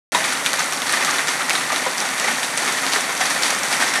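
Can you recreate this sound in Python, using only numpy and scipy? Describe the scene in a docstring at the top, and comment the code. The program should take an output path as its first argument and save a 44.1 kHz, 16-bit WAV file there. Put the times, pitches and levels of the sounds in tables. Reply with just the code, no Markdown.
"""Hail falls steadily on a wooden deck and the lawn beyond it.
Countless far stones merge into a hiss, while small pellets patter and middling stones tap on the boards.
Big stones clack on the wood and shatter, each with a short echo. Some set a rail or board ringing,
and a few land close by as dry, sharp ticks."""
import sys
import numpy as np
from scipy import signal
from scipy.fft import rfft, irfft
from scipy.io import wavfile

SR = 44100
rng = np.random.default_rng(int(sys.argv[2]) if len(sys.argv) > 2 else 0)


def put_to_file(sound):
    """Save the sound as 16-bit audio at rate SR, in the file named by the first command-line argument."""
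    columns = np.atleast_2d(sound).T  # one column per channel
    safe = np.clip(columns, -1, 1)
    whole_steps = np.round(safe * 32767)
    wavfile.write(sys.argv[1], SR, whole_steps.astype(np.int16))


N = 176400
T = np.arange(N) / SR

# how hard it hails over time: t/s, level/dB
HAIL_STRENGTH = [(.12, -23.5), (.3, -25), (.68, -26), (.8, -26.5), (1.05, -24.5), (1.25, -26), (1.46, -26),
                 (1.66, -25.5), (1.95, -26.5), (2.12, -25.5), (2.3, -25), (2.5, -26), (2.8, -25),
                 (3.15, -25.5), (3.45, -24), (3.59, -25.5), (3.75, -23.5), (4, -26.5)]
# tone of the far hiss before the deck shapes it: f/Hz, level/dB
HISS_TONE = [(60, 1), (150, 2), (300, 1), (500, -0.2), (800, -0.65), (2000, 1.17), (4000, -4.5),
             (6000, -2.5), (10000, 0), (15000, 5.5)]
# broad tone of the deck and its surroundings: f/Hz, level/dB
DECK_TONE = [(15, -72), (25, -69), (82, -28), (148, -12.5), (216, -9), (267, -5), (323, -10), (360, -6.5),
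             (434, -10), (744, -4), (948, -4.5), (1180, -2.5), (1670, -4), (1860, -0.5), (2860, -8.5),
             (3640, -5.5), (4640, -8), (5030, -12), (5920, -6.5), (7140, -11), (8400, -10), (10400, -13),
             (13600, -30.5), (15600, -49)]
# ringing of the boards, added to that tone: f/Hz, width/Hz, level/dB
BOARD_RESONANCES = [(152, 56, -9), (269, 33, -8), (773, 64, -10), (850, 78, -13), (1830, 15, -33),
                    (4640, 210, -6.5), (5460, 200, -8)]
# notes of a board when a stone hits it: f/Hz, width/Hz, level/dB
BOARD_NOTES = [(540, 130, 0.5), (714, 190, 1), (836, 200, -3.5), (958, 31, -5), (1290, 320, -12),
               (1487, 100, 0.5), (1782, 35, -0.5), (2090, 94, -1), (2330, 34, -1.5)]
# big stones: t/s, thud level/dB, knock level/dB, crack level/dB
BIG_STONES = [(0.146, -24, -16, -17), (0.201, -28, -24, -27), (0.241, -29, -19, -18),
              (0.277, -36, -19, -23), (0.321, -32, -24, -21), (0.45, -36, -26, -20),
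              (0.461, -33, -19, -19.5), (0.532, -30, -23, -22), (0.57, -38, -23, -27),
              (0.585, -36, -19, -23), (0.592, -34, -20, -20), (0.617, -39, -29, -27),
              (0.721, -28, -23, -21), (0.82, -36, -22, -24), (0.863, -33, -24, -22), (0.893, -27, -20, -18),
              (0.923, -31, -20, -18), (0.934, -26, -17, -22), (0.966, -26, -19, -24),
              (1.004, -26, -19, -23), (1.022, -29, -20, -21), (1.046, -33, -24, -19),
              (1.076, -30, -17, -26), (1.099, -33, -20, -22), (1.126, -29, -24, -26),
              (1.138, -31, -18, -21), (1.183, -24, -17, -21), (1.272, -31, -20, -20),
              (1.284, -31, -17, -20), (1.331, -40, -28, -27), (1.392, -35, -22, -30),
              (1.406, -35, -22, -32), (1.495, -33, -24, -23), (1.503, -30, -21, -25), (1.53, -26, -24, -20),
              (1.549, -28, -18, -20), (1.577, -30, -21, -24), (1.605, -28, -22, -30),
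              (1.699, -36, -20, -29), (1.717, -21, -18, -21), (1.758, -30, -21, -20),
              (1.818, -27, -23, -25), (1.861, -22, -22, -27), (1.976, -42, -32, -21),
              (1.998, -30, -31, -22), (2.012, -24, -23, -27), (2.051, -30, -19, -26), (2.18, -28, -23, -22),
              (2.197, -27, -22, -24), (2.24, -23, -19, -22), (2.274, -22, -17, -19), (2.311, -36, -22, -24),
              (2.375, -41, -32, -24), (2.428, -32, -24, -20), (2.576, -28, -22, -20),
              (2.617, -24, -19, -20), (2.655, -28, -22, -22), (2.675, -24, -17, -20),
              (2.721, -31, -26, -22), (2.77, -37, -24, -23), (2.831, -29, -20, -24), (2.861, -29, -21, -22),
              (2.872, -28, -20, -22), (2.918, -31, -21, -18), (2.933, -25, -21, -18),
              (2.958, -21, -17, -20), (3.001, -31, -26, -22), (3.092, -28, -21, -27),
              (3.194, -27, -23, -23), (3.206, -22, -16, -17), (3.251, -27, -20, -19),
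              (3.301, -32, -20, -18), (3.359, -31, -20, -27), (3.419, -29, -21, -18),
              (3.432, -27, -20, -16), (3.456, -25, -17, -17), (3.499, -28, -20, -19),
              (3.523, -31, -19, -26), (3.635, -28, -20, -20), (3.71, -34, -21, -20), (3.725, -30, -16, -18),
              (3.798, -25, -19, -21), (3.808, -23, -17, -17), (3.821, -29, -17, -20),
              (3.873, -27, -20, -20), (3.934, -32, -17, -19), (3.953, -23, -16, -21)]
# hits that set a rail or board ringing: t/s, level/dB, f/Hz, fade time/s
RINGING_HITS = [(0.148, -16, 3760, 0.01), (.147, -10.5, 983, 0.016), (.178, -22, 640, 0.016),
                (0.249, -29, 1840, 0.014), (.461, -17, 3580, 0.006), (.468, -16.5, 2394, 0.0097),
                (.278, -21, 1860, .013), (.592, -22, 6250, .007), (0.593, -15.5, 1230, 0.0086),
                (.595, -16, 1523, 0.014), (.597, -22, 2080, .01), (.65, -23, 1390, 0.0074),
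                (.935, -20, 1190, 0.015), (.935, -17, 1710, .009), (.937, -20, 2520, 0.0088),
                (1.022, -20, 2520, .008), (1.048, -28, 6300, .008), (1.078, -18.5, 1203, 0.015),
                (1.089, -20, 1600, .009), (1.135, -17.5, 1400, .009), (1.282, -18, 2240, .008),
                (1.405, -16, 1330, .012), (1.506, -13, 2190, 0.0073), (1.552, -12, 3790, 0.006),
                (1.701, -19, 1192, 0.017), (1.722, -23, 603, 0.013), (1.863, -23.5, 516, 0.022),
                (1.863, -17, 990, 0.011), (2.014, -23, 856, .011), (2.242, -15, 2000, 0.011),
                (2.245, -23, 847, 0.026), (2.276, -19, 1800, .011), (2.28, -18, 2140, 0.013),
                (2.619, -21, 803, .013), (2.747, -24, 1790, .013), (2.836, -18, 1250, 0.011),
                (2.962, -28, 407, 0.02), (3.207, -15.5, 752, 0.013), (3.21, -17, 2050, .009),
                (3.221, -16.5, 1775, .013), (3.812, -22.5, 715, 0.013), (3.806, -22, 1890, .012),
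                (3.819, -20, 1830, .015), (3.823, -16, 1560, 0.016), (3.937, -23, 1940, .011),
                (3.951, -19.5, 1820, 0.03), (3.983, -23, 1830, .02)]
# stones landing close by: t/s, level/dB, f/Hz, snap level against the ring/dB
CLOSE_HITS = [(0.1485, -6, 3530, -7), (.2415, -12, 3810, -9), (0.2518, -12, 2020, -5),
              (0.3236, -11, 1550, 0), (0.4622, 0, 3500, -4), (.5322, -4.5, 4200, 4.5),
              (0.5393, -8, 1560, -5), (.5938, -8.5, 6200, -6), (0.7243, -9.5, 6100, 4),
              (.7343, -11, 5600, 4), (0.8195, -9, 3650, 3), (0.8937, -10, 4400, -1), (0.9246, -8, 4100, 6),
              (0.941, -11, 1690, -5), (1.0483, -8.5, 6600, -4), (1.11, -11.5, 6900, -5),
              (1.1845, -9.5, 3660, -12), (1.1933, -10, 1900, -13), (1.273, -11, 7490, -2),
              (1.2837, -7, 2400, 2), (1.2905, -12, 5860, -1), (1.4956, -4.5, 2040, 4), (1.503, -9, 2400, 9),
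              (1.5076, -2.5, 2350, -13), (1.5319, -9.5, 5950, 8), (1.5529, -5, 3700, -2),
              (1.7297, -15, 6540, -3), (1.761, -7, 3750, -3), (1.9754, -17, 7230, -4),
              (1.9817, -11, 5600, -7), (2.0034, -8.5, 6000, -7), (2.199, -9, 8100, 1),
              (2.431, -9.5, 3400, -1), (2.436, -9, 3440, -3), (2.576, -6, 9240, -6), (2.5823, -9, 6100, -7),
              (2.724, -13, 8400, -5), (2.8655, -10, 4260, -2), (2.925, -12, 4400, -8),
              (2.9348, -5, 4300, -2), (3.008, -12, 5900, -3), (3.213, -12, 6200, -2),
              (3.256, -9, 6170, -10), (3.302, -10, 8870, -12), (3.308, -11, 6040, -10),
              (3.424, -8, 7900, 2), (3.434, -4, 4500, -14), (3.506, -8, 1550, 4), (3.5493, -10, 6200, -1),
              (3.5876, -14, 9040, -14), (3.5935, -14, 5900, -11), (3.6338, -10, 5640, -1),
              (3.7272, -8, 5040, 3), (3.939, -8, 5860, 0), (3.9594, -11, 8570, 0)]

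START_S, ATTACK_S = .12, 0.00322   # when the hail begins; how fast a big stone's sound builds


def from_db(db):
    """Turn decibels into a factor to multiply by."""
    return 10 ** (np.asarray(db) / 20)


def rms_one(x):
    """Scale a sound to an average (rms) level of 1."""
    return x / np.sqrt(np.mean(x ** 2) + 1e-20)


def band(x, low_hz, high_hz):
    """Keep what lies between two frequencies."""
    return signal.sosfilt(signal.butter(2, [low_hz, high_hz], "band", fs=SR, output="sos"), x)


def shape_tone(x, points, size=4096):
    """Turn lows and highs up or down along a curve of (f/Hz, level/dB) points."""
    hz, db = np.transpose(sorted(points))
    grid_hz = np.maximum(np.arange(size // 2 + 1) * SR / size, 1)
    gains = from_db(np.interp(np.log(grid_hz), np.log(hz), db))
    # a minimum-phase filter: nothing sounds ahead of a hit
    cepstrum = irfft(np.log(gains))
    cepstrum[1:size // 2] *= 2
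    response = irfft(np.exp(rfft(cepstrum[:size // 2], size)))
    return signal.fftconvolve(x, response)[:N]


def resonate(x, hz, width_hz):
    """Make a sound ring at one pitch; the narrower the width, the longer it rings."""
    r = np.exp(-np.pi * width_hz / SR)
    feedback = [1, -2 * r * np.cos(2 * np.pi * hz / SR), r * r]
    return signal.lfilter(np.array([1, 0, -1]) * (1 - r * r) / 2, feedback, x + 1e-18)


def random_clicks(per_s, spread_db):
    """Clicks at random times, many small and few large."""
    sizes = from_db(spread_db * np.minimum(rng.exponential(1, N), 3.5))
    return rms_one((rng.random(N) < per_s / SR) * sizes * rng.choice([-1, 1], N))


def deck(x):
    """The deck gives a sound its broad tone, and the boards ring along."""
    x = shape_tone(x, DECK_TONE)
    return x + sum(from_db(db) * resonate(x, hz, width) for hz, width, db in BOARD_RESONANCES)


def far_hiss():
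    """Countless far stones merge into an even hiss."""
    return rms_one(deck(shape_tone(rng.standard_normal(N), HISS_TONE)))


def pellets(per_s=1100, pitch_count=14, sharpness=4.3):
    """Small pellets patter at random, each ringing for a few cycles at one of several pitches."""
    pings = sum(resonate(random_clicks(per_s / pitch_count, spread_db=4), hz, hz / sharpness)
                for hz in np.geomspace(600, 11000, pitch_count))
    return rms_one(deck(pings))


def taps():
    """Middling stones tap the boards, each sounding its own mix of the boards' notes."""
    clicks = random_clicks(per_s=140, spread_db=0.5)
    notes = sum(from_db(db) * rms_one(resonate(clicks * rng.uniform(-1.32, 1, N), hz, width))
                for hz, width, db in BOARD_NOTES)
    return rms_one(notes)


def shattering_stones(shatter_s=0.0073, echo_s=0.054, echo_db=-5.5):
    """Each big stone bursts into shards that die away quickly, and leaves a smooth echo."""
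    times, thud_db, knock_db, crack_db = np.transpose(BIG_STONES)
    age = T[:SR // 2]
    rise = 1 - np.exp(-age / ATTACK_S)
    shapes = [rise * np.exp(-age / fade_s) for fade_s in (shatter_s, echo_s)]
    shards = random_clicks(per_s=4000, spread_db=4)
    echo = rng.standard_normal(N)
    out = np.zeros(N)
    for db, range_hz in ((thud_db + 0.4, (218, 1000)),
                         (knock_db - 0.5, (1034, 2860)),
                         (crack_db - 0.13, (2510, 14600))):
        # overlapping hits add up in energy, which is level squared
        energy = np.bincount((times * SR).astype(int), from_db(db) ** 2, N)[:N]
        fast, slow = (np.sqrt(np.abs(signal.fftconvolve(energy, shape ** 2)[:N])) for shape in shapes)
        signs = rng.choice([-1, 1], N)   # gives each range its own noise
        burst = signs * (fast * shards + from_db(echo_db) * slow * echo)
        out += band(deck(burst), *range_hz) / np.std(band(deck(echo), *range_hz))
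    return out


def ringing_wood(gain_db=0.5, rise_s=0.0016, roughness=0.4):
    """A struck rail or board sounds one short hollow note, blurred by other notes close to it."""
    out, age = np.zeros(N + SR), T[:SR // 5]
    for t, db, hz, fade_s in RINGING_HITS:
        blur = rms_one(resonate(rng.standard_normal(len(age)), hz, width_hz=0.12 * hz))
        note = np.sin(2 * np.pi * hz * age) + roughness * blur
        shape = (1 - np.exp(-age / rise_s)) * np.exp(-age / fade_s)
        start = int(t * SR)
        out[start:start + len(age)] += from_db(db + gain_db) * note * shape
    return out[:N]


def close_ticks(gain_db=2.5, snap_s=0.00053, ring_s=0.00059):
    """A close stone makes a noisy snap and a tiny ring, each hit with its own balance of the two."""
    out, age = np.zeros(N + SR), T[:SR // 100]
    for t, db, hz, snap_db in CLOSE_HITS:
        snap = from_db(snap_db) * rng.standard_normal(len(age)) * np.exp(-age / snap_s)
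        ring = np.sin(2 * np.pi * hz * age) * np.exp(-age / ring_s)
        tick = band(snap + ring, 860, 10000)
        start = int(t * SR)
        out[start:start + len(age)] += from_db(db + gain_db) * tick / np.abs(tick).max()
    return signal.sosfilt(signal.butter(6, 12000, "low", fs=SR, output="sos"), out[:N])


def clacks(gain_db=1.5, damping=0.99):
    """As a big stone meets the wood, it strikes all the boards' notes at once in a random mix."""
    times, _, knock_db, _ = np.transpose(BIG_STONES)
    out, age = np.zeros(N + SR), T[:SR // 25]
    notes = np.array([from_db(db) * np.sin(2 * np.pi * hz * age) * np.exp(-np.pi * damping * width * age)
                      for hz, width, db in BOARD_NOTES])
    mixes = rng.normal(0, 1 / np.sqrt(len(notes)), (len(times), len(notes)))
    for t, db, mix in zip(times, knock_db, mixes):
        start = int((t + ATTACK_S) * SR)
        out[start:start + len(age)] += from_db(db + gain_db) * (mix @ notes)
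    return band(out[:N], 516, 9000)


def scene():
    """Single hits stand out over a patter that gently swells and eases, all in one channel."""
    strength = from_db(np.interp(T, *np.transpose(HAIL_STRENGTH)))
    patter = strength * (far_hiss() + from_db(-5) * pellets() + from_db(-9.5) * taps())
    hail = patter + shattering_stones() + clacks() + ringing_wood() + close_ticks()
    return (hail * (T >= START_S))[None]


def record(dry, peak_limit=0.65, cutoff_hz=16200):
    """Round off the loudest peaks and cut the very highest treble."""
    rounded = dry / (1 + (dry / peak_limit) ** 6) ** (1 / 6)
    return signal.sosfilt(signal.cheby2(20, 60, cutoff_hz, fs=SR, output="sos"), rounded)


dry = scene()
out = record(dry)
put_to_file(out)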